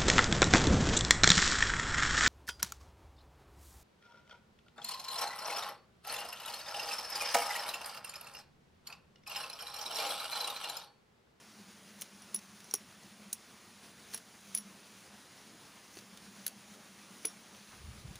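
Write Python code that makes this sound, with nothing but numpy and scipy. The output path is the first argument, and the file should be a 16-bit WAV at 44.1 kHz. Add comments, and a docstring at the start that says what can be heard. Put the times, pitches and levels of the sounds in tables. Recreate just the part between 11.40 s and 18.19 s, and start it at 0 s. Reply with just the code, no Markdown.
"""A knife is worked between the split prongs of a bamboo pole by a kneeling man in a quiet forest.
Noisy scrapes swell until the edge slips: dying sines make the steel clink, short noise bursts crack and
snap the cane, and low hollow modes knock as the pole is jolted on its stump. Faint random ticks, a short
echo and soft swishes of leaves and soil surround the work. Behind lie shaped-noise forest hiss and a
wavering narrow-band drone; at the end low noise and short sine pulses buffet the microphone."""
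import sys
import numpy as np
from scipy import signal
from scipy.fft import rfft, irfft
from scipy.io import wavfile
from scipy.ndimage import uniform_filter1d

SR = 44100
rng = np.random.default_rng(int(sys.argv[2]) if len(sys.argv) > 2 else 0)


def materialize(psi):
    """Save the field psi as 16-bit PCM at rate SR to the path in sys.argv[1].

    A 1-D psi becomes a single channel; in a 2-D psi each row is a channel.
    """
    bounded = np.clip(np.atleast_2d(psi).T, -1, 1)
    quanta = np.round(bounded * 32767).astype(np.int16)
    wavfile.write(sys.argv[1], SR, quanta)


N = 299439
TIME = np.arange(N) / SR


def amp(db):
    """Decibels to gain."""
    return 10 ** (np.asarray(db) / 20)


def unit(x):
    """Scales to an rms of one."""
    return x / np.sqrt(np.mean(x ** 2) + 1e-20)


def read(points, hz):
    """A spectrum in dB, joined by straight lines over log frequency."""
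    point_hz, point_db = np.transpose(points)
    return np.interp(np.log(hz + 1), np.log(point_hz), point_db)


def add(mix, start_s, sound):
    """Mixes a sound in at a time, cut off at the end of the scene."""
    part = mix[max(round(start_s * SR), 0):][:len(sound)]
    part += sound[:len(part)]


def colour(x, gain):
    """Filters by a gain given as a function of frequency."""
    return irfft(rfft(x) * gain(np.fft.rfftfreq(len(x), 1 / SR)), len(x))


def drift(rate_hz):
    """Slow random motion of unit rms: noise rolled off smoothly around a rate."""
    return unit(colour(rng.standard_normal(N), lambda hz: np.exp(-(hz / rate_hz) ** 2)))


# Spectral shape of the foliage hiss. Each row: frequency in Hz, relative density in dB per Hz.
FOREST_SHAPE = [(20, -40), (30, -28), (45, -18), (85, 0.5), (130, 3.5), (280, 4), (500, -0.5), (1200, 0),
                (3000, -3), (6700, -4.5), (8100, -12), (9700, -5), (11800, -16), (13900, -24), (15100, -10)]


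def forest(start_db=-58, swell_db_per_s=0.2264, flutter_db=0.75, patchy_db=1.23, top_hz=15550):
    """The even hiss of distant foliage: shaped noise that grows very slowly and flutters in drifting patches."""
    hz, _, bins = signal.stft(rng.standard_normal(N), SR, nperseg=2048)
    patches = uniform_filter1d(rng.standard_normal(bins.shape), size=14, axis=0)  # smooth over frequency
    patches = unit(uniform_filter1d(patches, size=3, axis=1))  # and over time
    ceiling = np.clip((top_hz - hz) / 100, 0, 1)
    bins = bins * ceiling[:, None] * amp(read(FOREST_SHAPE, hz)[:, None] + patchy_db * patches)
    hiss = unit(signal.istft(bins, nperseg=2048)[1][:N])
    return hiss * amp(start_db + swell_db_per_s * TIME + flutter_db * drift(16))


# Slow course of the drone. Each row: time in seconds, level in dB before trim and surges.
DRONE_LEVEL = [(0, -65), (1.85, -64), (2.15, -69.5), (2.7, -62), (4.5, -71), (4.72, -61), (6.79, -65)]
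# Brief surges of the drone. Each row: centre in seconds, added level in dB.
DRONE_SURGES = [(.22, 7.5), (.97, 10.5), (1.85, 6.5), (3.25, 6.5), (5.33, 3.5)]


def drone(centre_hz=203, width_hz=29, trim_db=.3, envelope_power=1.2, surge_s=0.054):
    """A far, low drone: narrow-band noise wavers in pitch and strength, with a few brief surges."""
    noise = rng.standard_normal(N)
    narrow = colour(noise, lambda hz: 1 / (1 + ((hz - centre_hz) / width_hz) ** 2) ** 2)
    band = signal.hilbert(narrow)
    # a power above one exaggerates the natural swells of the band
    tone = unit(band.real * (abs(band) + 1e-9) ** (envelope_power - 1))
    surge_db = sum(db * np.exp(-((TIME - s) / surge_s) ** 2) for s, db in DRONE_SURGES)
    slow_db = np.interp(TIME, *np.transpose(DRONE_LEVEL))
    return amp(trim_db + surge_db + slow_db) * tone


def ring(modes, rise_s=0.00013, bend=0, bend_s=0.0075, scatter=0, size=8192):
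    """Dying sines (Hz, dB, t60) that may start sharp or out of step; the grip shifts each slightly per blow."""
    t = np.arange(size) / SR
    bent_t = t + bend * bend_s * (1 - np.exp(-t / bend_s))  # pitch starts sharp by the share "bend"
    out = np.zeros(size)
    for hz, db, t60 in modes:
        blow_hz = hz * (1 + 0.001 * rng.standard_normal())
        cycles = blow_hz * bent_t + scatter * rng.random()
        out += amp(db - 60 * t / t60) * np.sin(2 * np.pi * cycles)
    return out * (1 - np.exp(-t / rise_s))


# Modes of the hollow pole. Each row: frequency in Hz before the grip, relative level in dB, t60 in seconds.
POLE_MODES = [(199, -26, 0.062), (288, -5.5, 0.057), (396, -0.5, 0.064), (460, -9, .045), (800, -1, 0.03),
              (1097, -0.5, 0.022), (1396, -3, .026), (2060, -11, 0.035)]
# Jolts of the pole on its stump. Each row: start in seconds, level in dB before the trim,
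# brightness in dB per octave, factor on the mode frequencies from the grip.
POLE_KNOCKS = [(.197, -61, -13, 1), (.615, -57.5, -7, 1.4), (0.9455, -49.5, -1.5, .95),
               (1.3395, -39, 1.5, 1.03), (2.744, -50, 0, 1.12), (4.57, -51, -5, .98),
               (5.85, -41.5, -5.5, 1.09)]


def pole(trim_db=1, lowest_hz=110):
    """Short hollow knocks: brightness tilts the modes about 600 Hz, and the thin pole radiates no deep bass."""
    out = np.zeros(N)
    for s, db, tilt_db, grip in POLE_KNOCKS:
        modes = [(hz * grip, mode_db + tilt_db * np.log2(hz / 600), t60) for hz, mode_db, t60 in POLE_MODES]
        add(out, s, amp(db + trim_db) * ring(modes, rise_s=.0006, scatter=0.94))
    return colour(out, lambda hz: hz ** 2 / (hz ** 2 + lowest_hz ** 2))


# Colour of cracking bamboo before tilt and splinter. Each row: frequency in Hz, relative level in dB.
CRACK_COLOUR = [(60, -33), (300, -21), (900, -17), (1800, -9), (2800, -5.5), (4100, -4.5), (5000, -4.5),
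                (6400, -0.5), (7900, -8.5), (9600, -1.5), (11000, -3), (12200, -14), (14000, -6.5),
                (15200, -6.5), (15800, -24)]


def cane(x, tilt_db, splinter_hz, splinter_db=11, width_hz=230, size=1024):
    """The causal colour of cracking bamboo, tilted about 5 kHz, with the resonance of the loosened splinter."""
    hz = abs(np.fft.fftfreq(size, 1 / SR))
    peak_db = splinter_db / (1 + ((hz - splinter_hz) / width_hz) ** 2)
    slope_db = tilt_db * np.log2(np.clip(hz, 1200, 15000) / 5000)
    gain = amp(read(CRACK_COLOUR, hz) + slope_db + peak_db)
    # minimum phase: the energy comes as early as the spectrum allows
    spectrum = np.exp(signal.hilbert(np.log(unit(gain))).conj())
    taps = np.fft.ifft(spectrum).real
    return signal.fftconvolve(x, taps[:size // 2])[:len(x)]


def crack(db, tilt_db, splinter_hz, click=4.46, tear_db=-19, tear_t60=0.061, size=4096):
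    """One sharp break, then a quickly thinning noise spray of tearing fibres."""
    t = np.arange(size) / SR
    t60 = 0.023 * np.exp(-0.03 * tilt_db)  # the brighter a crack, the sooner it is over
    spray = rng.standard_normal(size) * (amp(-60 * t / t60) + amp(tear_db - 60 * t / tear_t60))
    spray[0] = click
    return amp(db) * cane(spray, tilt_db, splinter_hz)


def ticks(per_s=3, tick_db=-60, spread_db=2, tilt_db=-2, splinter_hz=5500):
    """The strained cane ticks faintly at random: small cracks of uneven level, splinter within an octave."""
    out = np.zeros(N)
    draws = rng.random((40, 3))
    starts = np.cumsum(-np.log(1 - draws[:, 0]) / per_s)
    for s, (_, strength, pitch) in zip(starts, draws):
        db = tick_db + spread_db * (2 * strength - 1)
        add(out, s, crack(db, tilt_db, splinter_hz * 2 ** (2 * pitch - 1)))
    return out


# Pushes of the edge along the cane. 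Each row: slip in seconds, level there in dB before the trim,
# build-up time constant in seconds.
SCRAPE_STROKES = [(.612, -56, .03), (1.335, -63.5, 0.51), (2.74, -51, 0.035), (3.17, -54.5, 0.13),
                  (3.6, -59.5, 0.11), (4.58, -55.5, 0.083), (5.075, -57, 0.097), (5.35, -63, 0.089),
                  (5.87, -56.5, 0.12), (6.36, -63.5, 0.23)]


def scrape(grains_per_s=3000, spread_db=-2.0, tilt_db=-2, trim_db=-1, let_go_s=0.031):
    """The edge catches on many tiny fibres of uneven size, louder until it slips, then dying away."""
    catches = rng.random(N) < grains_per_s / SR
    unevenness = amp(spread_db * np.minimum(rng.exponential(1, N), 5))
    grains = catches * rng.standard_normal(N) * unevenness
    pressure = np.zeros(N)
    for s, db, build_s in SCRAPE_STROKES:
        pressure += amp(db) * np.exp(-np.maximum((s - TIME) / build_s, (TIME - s) / let_go_s))
    return amp(trim_db) * pressure * unit(cane(grains, tilt_db, splinter_hz=6200, splinter_db=6))


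# Fibres that snap without steel. Each row: start in seconds, crack level in dB,
# brightness in dB per octave, splinter resonance in Hz.
FIBRE_SNAPS = [(0.612, -39, 8, 6250), (0.6195, -34, 0, 9130), (.625, -49, -6, 5600),
               (0.9438, -41.5, -2.5, 4800), (0.9897, -47.5, -4, 9600), (1.2045, -50.5, -3, 4970),
               (1.3371, -47, -4, 1200), (1.928, -43, 0, 3820), (1.9295, -31.5, 5.5, 9800),
               (2.7372, -38.5, -1, 4280), (2.746, -38, 10, 10500), (2.7627, -49, -1, 4200),
               (2.7763, -42.5, 1, 10100), (3.146, -44, -4, 2300), (3.1665, -45, 4, 4470),
               (4.5706, -47.5, -8, 4500), (4.588, -48.5, -3, 4500), (4.7738, -48.5, -1.5, 3580),
               (5.0648, -34, 0, 4120), (5.066, -28.5, 9.5, 11400), (5.066, -40, 0, 1580),
               (5.079, -35, 2.5, 11000), (5.8491, -41, -7, 2300), (6.148, -52, -7, 3200),
               (6.756, -45.5, -1.5, 3840)]


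def snaps():
    """Fibres snap: bare cracks of the cane with no ring of steel."""
    out = np.zeros(N)
    for s, db, tilt_db, splinter_hz in FIBRE_SNAPS:
        add(out, s, crack(db, tilt_db, splinter_hz))
    return out


# Slips and strikes of the blade. Each row: start in seconds, crack level in dB, brightness in dB per octave,
# splinter resonance in Hz, high ring level in dB, low ring level in dB, ring t60 in seconds before mode factors.
BLADE_STRIKES = [(.8203, -62, -3, 5700, -52, -55, 0.067), (0.9457, -33, 3.5, 9700, -26.5, -47, 0.081),
                 (0.961, -39, 3, 5900, -35, -37, 0.032), (1.243, -56, -2, 5700, -55, -57, .06),
                 (1.311, -46, -1, 5900, -58, -39.5, 0.03), (1.3391, -25.5, 4, 6400, -24.5, -32, .04),
                 (1.351, -45, -3, 6500, -35, -34.5, .03), (1.357, -44, 1, 14300, -36, -44, 0.067),
                 (1.9299, -29, 5.5, 6220, -36, -50, 0.075), (2.7448, -37, -4.5, 10100, -35, -41, 0.068),
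                 (3.1497, -30.5, 3, 10400, -24.5, -38.5, 0.049),
                 (3.1747, -34.5, 3.5, 10400, -32, -44, .055), (3.183, -48, -2, 9500, -34, -46.5, 0.083),
                 (5.8524, -34, -1, 9300, -26, -36, .039), (5.855, -35.5, 4, 3400, -25.5, -42, .039),
                 (5.869, -52, 6, 6000, -40, -46, 0.11)]
# High steel modes. Each row: frequency in Hz, relative level in dB, factor on the ring time.
HIGH_STEEL = [(10310, -4, 1.05), (10300, -3, .7), (8960, -32, 0.57), (13060, -24, 1.1), (15200, -20, 0.87)]
# Low steel modes. Each row: settled frequency in Hz, relative level in dB, factor on the ring time.
LOW_STEEL = [(5620, -1, 0.98), (5560, -3, 1.5), (5750, -15, 0.5), (6300, -21, 0.55)]


def knife(choke_s=.001):
    """Each slip cracks the cane and rings the blade, until the cane damps it or the next contact stops it."""
    out = np.zeros(N)
    next_contact = [row[0] for row in BLADE_STRIKES[1:]] + [N / SR]
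    for row, stop in zip(BLADE_STRIKES, next_contact):
        s, crack_db, tilt_db, splinter_hz, high_db, low_db, ring_t60 = row
        add(out, s, crack(crack_db, tilt_db, splinter_hz))
        # pressure of the cane sharpens the low ring at first
        for modes, ring_db, bend in (HIGH_STEEL, high_db, 0), (LOW_STEEL, low_db, 0.035):
            steel = ring([(hz, db, ring_t60 * factor) for hz, db, factor in modes], bend=bend)
            free = np.clip((stop - s - TIME[:len(steel)]) / choke_s + .5, 0, 1)
            add(out, s, amp(ring_db) * steel * free)
    return out


def undergrowth(x, echo_db=-15, t60=0.092, size=6000):
    """Ground, body and leaves scatter a faint, short echo: sparse random reflections that die away."""
    t = np.arange(size) / SR
    reflections = rng.choice([-1., 1.], size) * (rng.random(size) < 2500 / SR)
    taps = reflections * (t > .002) * amp(-60 * t / t60)
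    return x + amp(echo_db) * signal.fftconvolve(x, taps / np.linalg.norm(taps))[:N]


# Brushes of leaves and soil as the man shifts. Each row: centre in seconds, level at the centre in dB,
# band centre in Hz, half length in seconds.
LEAF_RUSTLES = [(4.126, -60.5, 250, 0.045), (5.369, -62, 400, 0.026), (6.333, -59.5, 1210, 0.031),
                (6.685, -66.5, 290, 0.056)]


def rustle(octaves=0.76):
    """Soft, brief swishes of noise, each in its own band under a bell-shaped swell."""
    out = np.zeros(N)
    for s, db, centre_hz, half_s in LEAF_RUSTLES:
        noise = rng.standard_normal(16384)
        band = colour(noise, lambda hz: np.exp(-(np.log2((hz + 1) / centre_hz) / octaves) ** 2 / 2))
        t = np.arange(len(band)) / SR - len(band) / SR / 2
        add(out, s + t[0], amp(db) * unit(band) * np.exp(-(t / half_s) ** 2))
    return out


# Single buffets of air on the microphone. 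Each row: centre in seconds, envelope peak in dB before the trim,
# frequency in Hz.
AIR_PUFFS = [(6.45, -42.5, 73), (6.49, -43, 78.5), (6.513, -49, 105), (6.654, -40, 123), (6.693, -47, 72),
             (6.713, -42.5, 149)]


def gust(start_s=6.26, rise_s=0.16, rumble_db=-58.5, corner_hz=130, puff_trim_db=1, puff_cycles=0.91):
    """Moving air: a low noise rumble that swells and holds, with a few buffets of about a cycle or two."""
    noise = rng.standard_normal(N)
    rumble = unit(colour(noise, lambda hz: hz ** 4 / (hz ** 4 + 38 ** 4) / (1 + (hz / corner_hz) ** 4)))
    out = rumble * amp(rumble_db) * np.clip((TIME - start_s) / rise_s, 0, 1)
    for s, db, hz in AIR_PUFFS:
        cycles = hz * (TIME - s)
        bell = np.exp(-(cycles / puff_cycles) ** 2)
        out += amp(db + puff_trim_db) * bell * np.sin(2 * np.pi * (cycles + rng.random()))
    return out


def scene():
    """Everything reaches one microphone, alike in both channels; only the work on the pole is echoed."""
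    background = forest() + drone()
    work = pole() + ticks() + scrape() + snaps() + knife()
    mono = background + undergrowth(work) + rustle() + gust()
    return np.array([mono, mono])


def record(dry, edge_hz=16500):
    """The recorder's band limit: a steep low-pass."""
    low_pass = signal.firwin(301, edge_hz, window=("kaiser", 9), fs=SR)
    return signal.oaconvolve(dry, low_pass[None], "same")


dry = scene()
out = record(dry)
materialize(out)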